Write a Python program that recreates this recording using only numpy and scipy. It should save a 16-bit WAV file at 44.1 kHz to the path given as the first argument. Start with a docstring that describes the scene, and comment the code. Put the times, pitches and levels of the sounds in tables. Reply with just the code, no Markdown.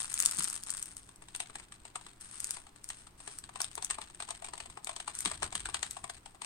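"""In a small quiet room, a thin plastic cover is pushed back, crinkling, off a computer keyboard; then
fingers type in quick uneven runs. Each key contact is a short noise rattle ringing the case and the cap.
Pushing and soft rustles are crackling noise, creases snap in short bright bursts; dull thuds mark the hand.
A hand-held camera hears it closely through two ports that ring in the treble, over air, hum and rumble."""
import sys
import numpy as np
from scipy import signal
from scipy.fft import rfft, irfft, next_fast_len
from scipy.io import wavfile
from scipy.ndimage import map_coordinates

SR = 44100
rng = np.random.default_rng(int(sys.argv[2]) if len(sys.argv) > 2 else 0)


def store_pcm(level_fs):
    """Save levels as 16-bit WAV."""
    pcm = np.round(np.clip(level_fs, -1, 1) * 32767).astype(np.int16)
    wavfile.write(sys.argv[1], SR, np.atleast_2d(pcm).T)


N = 284621  # length in samples
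APPROACH_S = .015  # room left before each contact for its sound to swell
TOP_HZ = 16300  # the camera's band limit


def amp(db):
    """Turn decibels into a gain."""
    return 10 ** (np.asarray(db) / 20)


def unit(x):
    """Scale a sound to an rms of 1."""
    return x / np.sqrt(np.mean(x ** 2) + 1e-20)


def along(points, hz):
    """Read a table of (Hz, value) points, with straight lines between them on a log frequency axis."""
    point_hz, values = np.transpose(points)
    return np.interp(np.log(hz + 1), np.log(point_hz + 1), values)


def level(rows):
    """Turn (seconds, dB) rows into a gain for each sample, silent outside the rows."""
    s, db = np.transpose(rows)
    return np.interp(np.arange(N) / SR, s, amp(db), left=0, right=0)


def filtered(x, response):
    """Multiply the spectrum of x by a response that depends on frequency."""
    length = x.shape[-1]
    padded = next_fast_len(length + length // 8)
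    spectrum = rfft(x, padded) * response(np.fft.rfftfreq(padded, 1 / SR))
    return irfft(spectrum, padded)[..., :length]


def port_db(hz):
    """The air in each microphone port resonates, lifting the treble around one frequency."""
    centre_hz, width_hz, peak_db = 8570, 750, 11.5
    return peak_db / (1 + ((hz - centre_hz) / width_hz) ** 2)


def tinted(x, colour):
    """Give a steady sound its colour, heard through the ports, at an rms of 1."""
    return unit(filtered(x, lambda hz: amp(along(colour, hz) + port_db(hz))))


def ring(colour, uneven_db, edge_db, size=2048):
    """How a struck part rings: its colour plus random peaks and dips, heard through the ports."""
    hz = np.fft.rfftfreq(size, 1 / SR)
    spot = map_coordinates(rng.standard_normal(64), [np.sqrt(hz) / 4])
    spot = spot / (1 + (hz / 10000) ** 2)  # resonances crowd and even out in the treble
    edge = edge_db * np.minimum(hz / TOP_HZ, 1)
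    response_db = along(colour, hz) + uneven_db * spot + edge + port_db(hz)
    # folding the cepstrum (the spectrum of the log spectrum) makes the ring start at once and die away
    cepstrum = irfft(np.log(amp(response_db)))
    cepstrum[1:size // 2] *= 2
    cepstrum[size // 2 + 1:] = 0
    return irfft(np.exp(rfft(cepstrum)))


def burst(colour, decay_ms, spiky, uneven_db, apart, after_db, after_ms, size=4096):
    """One contact: a rattle of tiny impacts of energy 1, wrapped in a weak shiver of the parts around it."""
    ms = 1000 * (np.arange(size) / SR - APPROACH_S)
    ms = ms - 0.5 * decay_ms  # the rattle peaks just after the first impact

    def swell(rise_ms, fall_ms):
        return np.exp(np.minimum(ms / rise_ms, -ms / fall_ms))

    sizes = np.exp(spiky * np.clip(rng.standard_normal(size), -2, 2))
    # one noise shared by both ports, plus one of their own
    hits = rng.standard_normal(size) + apart * rng.standard_normal((2, size))
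    rattle = swell(.45 * decay_ms, .85 * decay_ms) * sizes * hits
    shiver = swell(0.65 * after_ms, after_ms) * rng.standard_normal((2, size))
    body = ring(colour, uneven_db, edge_db=4.9 * np.log(6.0 / decay_ms))  # a brief contact is brighter

    def rung(force):
        return unit(signal.fftconvolve(force, body[None], axes=1)) / np.sqrt(size)

    return rung(rattle) + amp(after_db) * rung(shiver)


def add(track, s, sound):
    """Mix a contact into the track so that it lands at time s."""
    first = max(round((s - APPROACH_S) * SR), 0)
    part = track[:, first:][:, :sound.shape[1]]
    part += sound[:, :part.shape[1]]


def crackle(per_second, scatter_db, life_ms, smooth, size=512):
    """Stereo friction noise: tiny slips of uneven size over a smooth hiss."""
    slip_sizes = amp(scatter_db * np.minimum(rng.exponential(size=N), 2))
    slips = (rng.random(N) < per_second / SR) * slip_sizes
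    decay = np.exp(-np.arange(size) / (life_ms * SR / 10 ** 3))
    strength = unit(signal.fftconvolve(slips, decay)[:N]) + smooth
    return strength * (rng.standard_normal(N) + 1.16 * rng.standard_normal((2, N)))


# Key contacts: fingertip landings and bottoming clicks.
# Each row: time in seconds, energy of the case knock in dB, energy of the cap click in dB (before trims).
KEY_CONTACTS = [(1.09, -35, -26.5), (1.221, -26.5, -26.5), (1.285, -42, -24.5), (1.349, -27.5, -12),
                (1.402, -15, -7), (1.497, -25, -25.5), (1.555, -21.5, -13), (1.598, -28, -22),
                (1.722, -33, -19), (1.852, -23, -21.5), (1.956, -13, -11.5), (2.065, -29, -22.5),
                (2.568, -23, -18.5), (2.667, -31.5, -28.5), (2.76, -35, -28.5), (2.902, -23.5, -11.5),
                (3.069, -31, -26), (3.202, -29.5, -25), (3.276, -21.5, -15), (3.439, -34.5, -19.5),
                (3.491, -23.5, -25), (3.557, -17, -16), (3.603, -14, -7.5), (3.644, -34, -9.5),
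                (3.777, -13.5, -15.5), (3.824, -21, -11.5), (3.901, -20, -8.5), (3.908, -16, -4),
                (3.984, -12, -19), (4.016, -26.5, -16.5), (4.099, -31, -27.5), (4.147, -39, -21.5),
                (4.202, -17.5, -12.5), (4.223, -19.5, -13.5), (4.287, -19, -18.5), (4.306, -15.5, -10.5),
                (4.422, -19, -22.5), (4.445, -20, -13), (4.485, -23, -19.5), (4.535, -17.5, -15.5),
                (4.578, -25, -18), (4.602, -20, -15), (4.658, -24.5, -21.5), (4.699, -32, -25),
                (4.772, -17, -24.5), (4.871, -18.5, -12), (4.892, -13, -13), (4.963, -22.5, -13),
                (5.001, -20, -13.5), (5.077, -11.5, -10.5), (5.251, -17, -6), (5.257, -15, -2.5),
                (5.274, -22, -13.5), (5.314, -13, -9.5), (5.422, -12.5, -15), (5.429, -10, -5),
                (5.441, -23, -12), (5.525, -17.5, -15.5), (5.553, -19.5, -5), (5.604, -36, -14),
                (5.656, -22.5, -8.5), (5.687, -17, -17), (5.744, -14, -4.5), (5.829, -14.5, -4.5),
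                (5.967, -16.5, -19), (6.041, -15.5, -15), (6.097, -18, -13.5), (6.259, -23.5, -22),
                (6.346, -30, -34.5), (6.418, -17.5, -13), (6.446, -28, -15.5)]
REBOUND_S, REBOUND_DB = .0055, -11.5  # typical delay of the bounce, and its level against the contact
TICK_S, TICK_SPREAD = .032, .4  # typical delay of the light tick, and its random spread (log scale)
TICK_KNOCK_DB, TICK_CLICK_DB = -17.5, -14.5  # the tick's levels against the contact


def keys():
    """Each contact bounces once, and a light tick follows at a random delay; each rings its own way."""
    out = np.zeros((2, N))
    timing = rng.standard_normal((len(KEY_CONTACTS), 2))
    for (s, knock_db, click_db), (bounce, tick) in zip(KEY_CONTACTS, timing):
        add(out, s, contact(knock_db, click_db))
        rebound_s = s + REBOUND_S * np.exp(.25 * bounce)
        add(out, rebound_s, contact(knock_db + REBOUND_DB, click_db + REBOUND_DB))
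        tick_s = s + TICK_S * np.exp(TICK_SPREAD * tick)
        add(out, tick_s, contact(knock_db + TICK_KNOCK_DB, click_db + TICK_CLICK_DB))
    return out


# Colour of the hollow case when knocked. Each row: frequency in Hz, relative level in dB.
CASE_COLOUR = [(50, -44), (160, -28), (410, -5.5), (520, -16), (670, 3), (1150, -0.5), (1500, -17),
               (2300, -12), (4000, -31.5), (16000, -62)]
# Colour of the plastic key cap. Each row: frequency in Hz, relative level in dB.
CAP_COLOUR = [(100, -36.5), (1200, -9.5), (2100, -8), (4000, -7.5), (5700, -15), (8500, -10), (11000, -30),
              (16000, -41)]
# A nail is brief, a fingertip slow.
# Each row: how far the click exceeds the knock in dB, base rattle length in ms (scaled for each part).
TOUCH = [(-1, 3.9), (0, 3.85), (8, 2.63), (25, 1.54)]
KNOCK_DB, CLICK_DB = -2, -1.5  # trims for all contacts


def contact(knock_db, click_db):
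    """A touch on a key: the hollow case knocks and the cap rattles, more briefly for a harder touch."""
    hardness_db, base_ms = np.transpose(TOUCH)
    decay_ms = np.interp(click_db - knock_db, hardness_db, base_ms)
    knock = burst(CASE_COLOUR, .8 * decay_ms, spiky=.3, uneven_db=2, apart=.2, after_db=-10, after_ms=7)
    click = burst(CAP_COLOUR, .95 * decay_ms, spiky=.5, uneven_db=2.4, apart=1.1, after_db=-10, after_ms=9)
    return amp(knock_db + KNOCK_DB) * knock + amp(click_db + CLICK_DB) * click


RUB_RISE_S, RUB_FALL_S = .003, 0.074
RUB_DB, RUB_FOLLOWS = -43.5, 0.75  # trim, and dB of rub for each dB of click: louder clicks rub more


def fingers():
    """Around each contact the fingertip rubs and jiggles the loose cap, a crackle that soon fades."""
    t = np.arange(N) / SR
    power = np.zeros(N)
    for s, _, click_db in KEY_CONTACTS:
        fade = np.minimum((t - s) / RUB_RISE_S, (s - t) / RUB_FALL_S)
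        power += amp(RUB_FOLLOWS * click_db) ** 2 * np.exp(2 * np.maximum(fade, -20))
    rubbing = crackle(per_second=120, scatter_db=2.5, life_ms=2.2, smooth=0.13)
    return amp(RUB_DB) * np.sqrt(power) * tinted(rubbing, CAP_COLOUR)


# The film being pushed back off the keys. Each row: time in seconds, level in dB (before the shared gain).
PUSH_LEVEL = [(0, -45.5), (0.049, -45.5), (0.073, -56), (.14, -49), (.26, -43.5), (.33, -48.5), (.4, -42),
              (.55, -48), (.6, -62), (.73, -48.5), (.85, -58), (1.13, -78)]
# Soft rustling slides of fingers over caps and film.
# Each row: start in seconds, length in seconds, level reached at the end in dB (before the shared gain).
RUSTLES = [(2.196, .36, -52.5), (2.829, 0.18, -60.5), (3.173, .18, -57.5), (5.134, 0.08, -49),
           (5.77, 0.21, -59.5)]
# Colour of the thin film. Each row: frequency in Hz, relative level in dB.
FILM_COLOUR = [(60, -42), (200, -12.5), (550, -18), (1300, -6), (2200, -9), (7000, -10), (9500, -5.5),
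               (16000, -73)]
RUSTLE_ATTACK_S, RUSTLE_SWELL_DB, RUSTLE_RELEASE_S = 0.013, 7, 0.037
SHARED_GAIN_DB = 7


def film():
    """The sheet crackles as it is pushed and crumples; after that each soft rustle swells and lets go."""
    t = np.arange(N) / SR
    crumpling = crackle(per_second=300, scatter_db=9, life_ms=.8, smooth=.3)
    rustling = crackle(per_second=510, scatter_db=7, life_ms=1.0, smooth=0.83)
    rustle_level = np.zeros(N)
    for s, length, db in RUSTLES:
        attack = np.clip((t - s) / RUSTLE_ATTACK_S, 0, 1)
        release = np.exp(-np.maximum(t - s - length, 0) / RUSTLE_RELEASE_S)
        swell_db = RUSTLE_SWELL_DB * np.clip((t - s) / length - 1, -1, 0)
        rustle_level += attack * release * amp(db + swell_db)
    pushed = level(PUSH_LEVEL) * tinted(crumpling, FILM_COLOUR)
    return amp(SHARED_GAIN_DB) * (pushed + rustle_level * tinted(rustling, FILM_COLOUR))


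# Big creases of the film snapping over. Each row: time in seconds, energy in dB (before the snap trim).
BIG_CREASES = [(.037, -18), (.141, -2), (.191, -5), (.202, 4), (.225, -3.5), (.253, 0), (.26, 8),
               (.312, -6), (.386, -5), (.394, -2), (.435, -6.5), (.443, -3), (.5, -6.5), (.53, -9),
               (.636, -12), (.704, -3.5), (.77, -10), (.827, -7), (.858, -16), (.968, -15.5), (1.16, -26),
               (1.362, -11), (2.211, -19.5), (2.403, -7), (2.444, -3.5), (2.471, -13), (2.508, -2.5),
               (2.843, -15), (2.89, -11), (3.387, -11), (3.617, -0.5), (3.754, -11), (3.847, -3),
               (4.846, -11.5), (5.152, -10.5), (5.189, -6.5), (5.206, -7), (5.91, -9)]
# Colour of a snapping crease. Each row: frequency in Hz, relative level in dB.
CREASE_COLOUR = [(100, -54), (1300, -8), (3000, -12), (7000, -0.5), (10500, -6.5), (16000, -27.5)]
SNAP_MS, SNAP_DB = 0.76, -4  # base length and trim shared by all creases
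# small creases give way under the push: average rate, energy against the push level, random spread
PUSH_SNAPS_PER_S, PUSH_SNAP_DB, PUSH_SNAP_SCATTER_DB = 46, 32, 2


def snaps(count=64):
    """Creases snap brightly one by one: the big ones, and small ones at random that follow the push."""
    out = np.zeros((2, N))
    gaps = rng.uniform(.2, 1.8, count)
    sizes = rng.standard_normal(count)
    times = np.cumsum(gaps) / PUSH_SNAPS_PER_S
    push_s, push_db = np.transpose(PUSH_LEVEL)
    small_db = np.interp(times, push_s, push_db) + PUSH_SNAP_DB + PUSH_SNAP_SCATTER_DB * sizes
    for s, db in [*BIG_CREASES, *np.column_stack([times, small_db])]:
        snap = burst(CREASE_COLOUR, SNAP_MS, spiky=.45, uneven_db=2.2, apart=.9, after_db=-11, after_ms=10)
        add(out, s, amp(db + SNAP_DB) * snap)
    return out


# The hand landing heavily on the keyboard. Each row: time in seconds, energy in dB.
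HAND_THUMPS = [(.26, -27.5), (0.381, -19), (.42, -27), (1.552, -28), (5.255, -16.5), (5.424, -24),
               (5.555, -26)]
# Colour of the thud. Each row: frequency in Hz, relative level in dB.
THUD_COLOUR = [(30, -2), (70, -9.5), (190, 1), (400, -11), (1200, -53)]


def thumps():
    """The soft weight of the hand sounds the desk under the keyboard, in slow dull bursts."""
    out = np.zeros((2, N))
    for s, db in HAND_THUMPS:
        thud = burst(THUD_COLOUR, 18, spiky=0, uneven_db=0, apart=0, after_db=-12, after_ms=20)
        add(out, s, amp(db) * thud)
    return out


# How long the room rings. Each row: frequency in Hz, time to fall by 60 dB in seconds.
ROOM_DECAY = [(1000, 0.19), (8000, 0.1), (15000, 0.11)]


def room(x, size=16384):
    """The small room's short answer: a fresh random diffuse tail at each port for each stretch of sound."""
    out = np.zeros((2, N + 3 * size))
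    gap = round(.005 * SR)  # the answer starts 5 ms late
    step = size // 2
    for start in range(0, N, step):
        # fading noise, faster or slower at each frequency
        hz, t, noise = signal.stft(rng.standard_normal((2, size)), SR, nperseg=256)
        fade = amp(-60 * t / along(ROOM_DECAY, hz)[:, None])
        tail = signal.istft(noise * fade, SR, nperseg=256)[1]
        tail = tail / np.linalg.norm(tail[0])
        answer = signal.fftconvolve(x[:, start:start + step], tail, axes=1)
        out[:, start + gap:][:, :answer.shape[1]] += answer
    return out[:, :N]


# The desk and the hand on the camera rumbling. Each row: time in seconds, level in dB.
RUMBLE_LEVEL = [(0, -67), (3.1, -72), (3.35, -63.5), (4.3, -67), (5.1, -67), (5.5, -54), (6.2, -67)]
# Colour of that rumble. Each row: frequency in Hz, relative level in dB.
DESK_COLOUR = [(25, 3), (70, 9), (220, -5.5), (380, -6.5), (1500, -59)]
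# Colour of the room air. Each row: frequency in Hz, relative level in dB.
AIR_COLOUR = [(20, 16.5), (130, 4.5), (350, 3), (490, -6.5), (950, -3), (2100, -11), (4700, -17.5),
              (8500, -23), (11000, -23), (16000, -24.5)]
# A computer's steady tones. Each row: frequency in Hz, rms level in dB.
HUM_TONES = [(119.5, -72.5), (177, -79), (307, -87.5)]


def background():
    """Noise for the room air, sine tones for a faint hum, and lumpy low noise for the rumble of handling."""
    t = np.arange(N) / SR
    hum = np.zeros(N)
    for hz, db in HUM_TONES:
        hum += amp(db) * np.sqrt(2) * np.sin(2 * np.pi * (hz * t + rng.random()))
    # long waves reach both ports alike, so the side signal loses its bass
    mid, side = rng.standard_normal((2, N))
    side = filtered(side, lambda hz: hz / np.hypot(hz, 450))
    air = amp(-61.0) * tinted(np.array([mid + side, mid - side]), AIR_COLOUR)
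    wander = unit(filtered(rng.standard_normal(N), lambda hz: np.exp(-hz / 9)))
    lumps = amp(3.5 * wander)
    rumble = unit(lumps * tinted(rng.standard_normal(N), DESK_COLOUR))
    return air + hum + level(RUMBLE_LEVEL) * rumble


# How far the left port leads the right. Each row: frequency in Hz, lead in radians.
PORT_LEAD = [(250, 1), (700, 2.5), (1030, 1.22), (1600, -0.1), (2200, 3), (5000, 5.5), (8800, 20.5),
             (16000, 35)]
# How the two ports differ in loudness. Each row: frequency in Hz, left minus right in dB.
PORT_BALANCE = [(400, 1), (600, 1.5), (850, 19.5), (1150, 6), (1500, -2), (2300, 4.5), (4400, 4), (8500, 6),
                (11000, 2)]


def scene():
    """The keyboard lies to the left: phase and level differ between the ports, mostly in favour of the left."""
    sides = np.array([[1], [-1]])  # left, right
    near = keys() + film() + snaps() + fingers()
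    near = filtered(near, lambda hz: np.exp(sides * 1j * along(PORT_LEAD, hz) / 2))
    near = near + amp(-11) * room(near)
    # share the level between the ports, keeping the total power
    near = filtered(near, lambda hz: np.sqrt(2 / (1 + amp(-sides * along(PORT_BALANCE, hz)) ** 2)))
    return near + thumps() + background()


def record(dry):
    """The camera keeps nothing above its band limit."""
    return filtered(dry, lambda hz: hz < TOP_HZ)


dry = scene()
out = record(dry)
store_pcm(out)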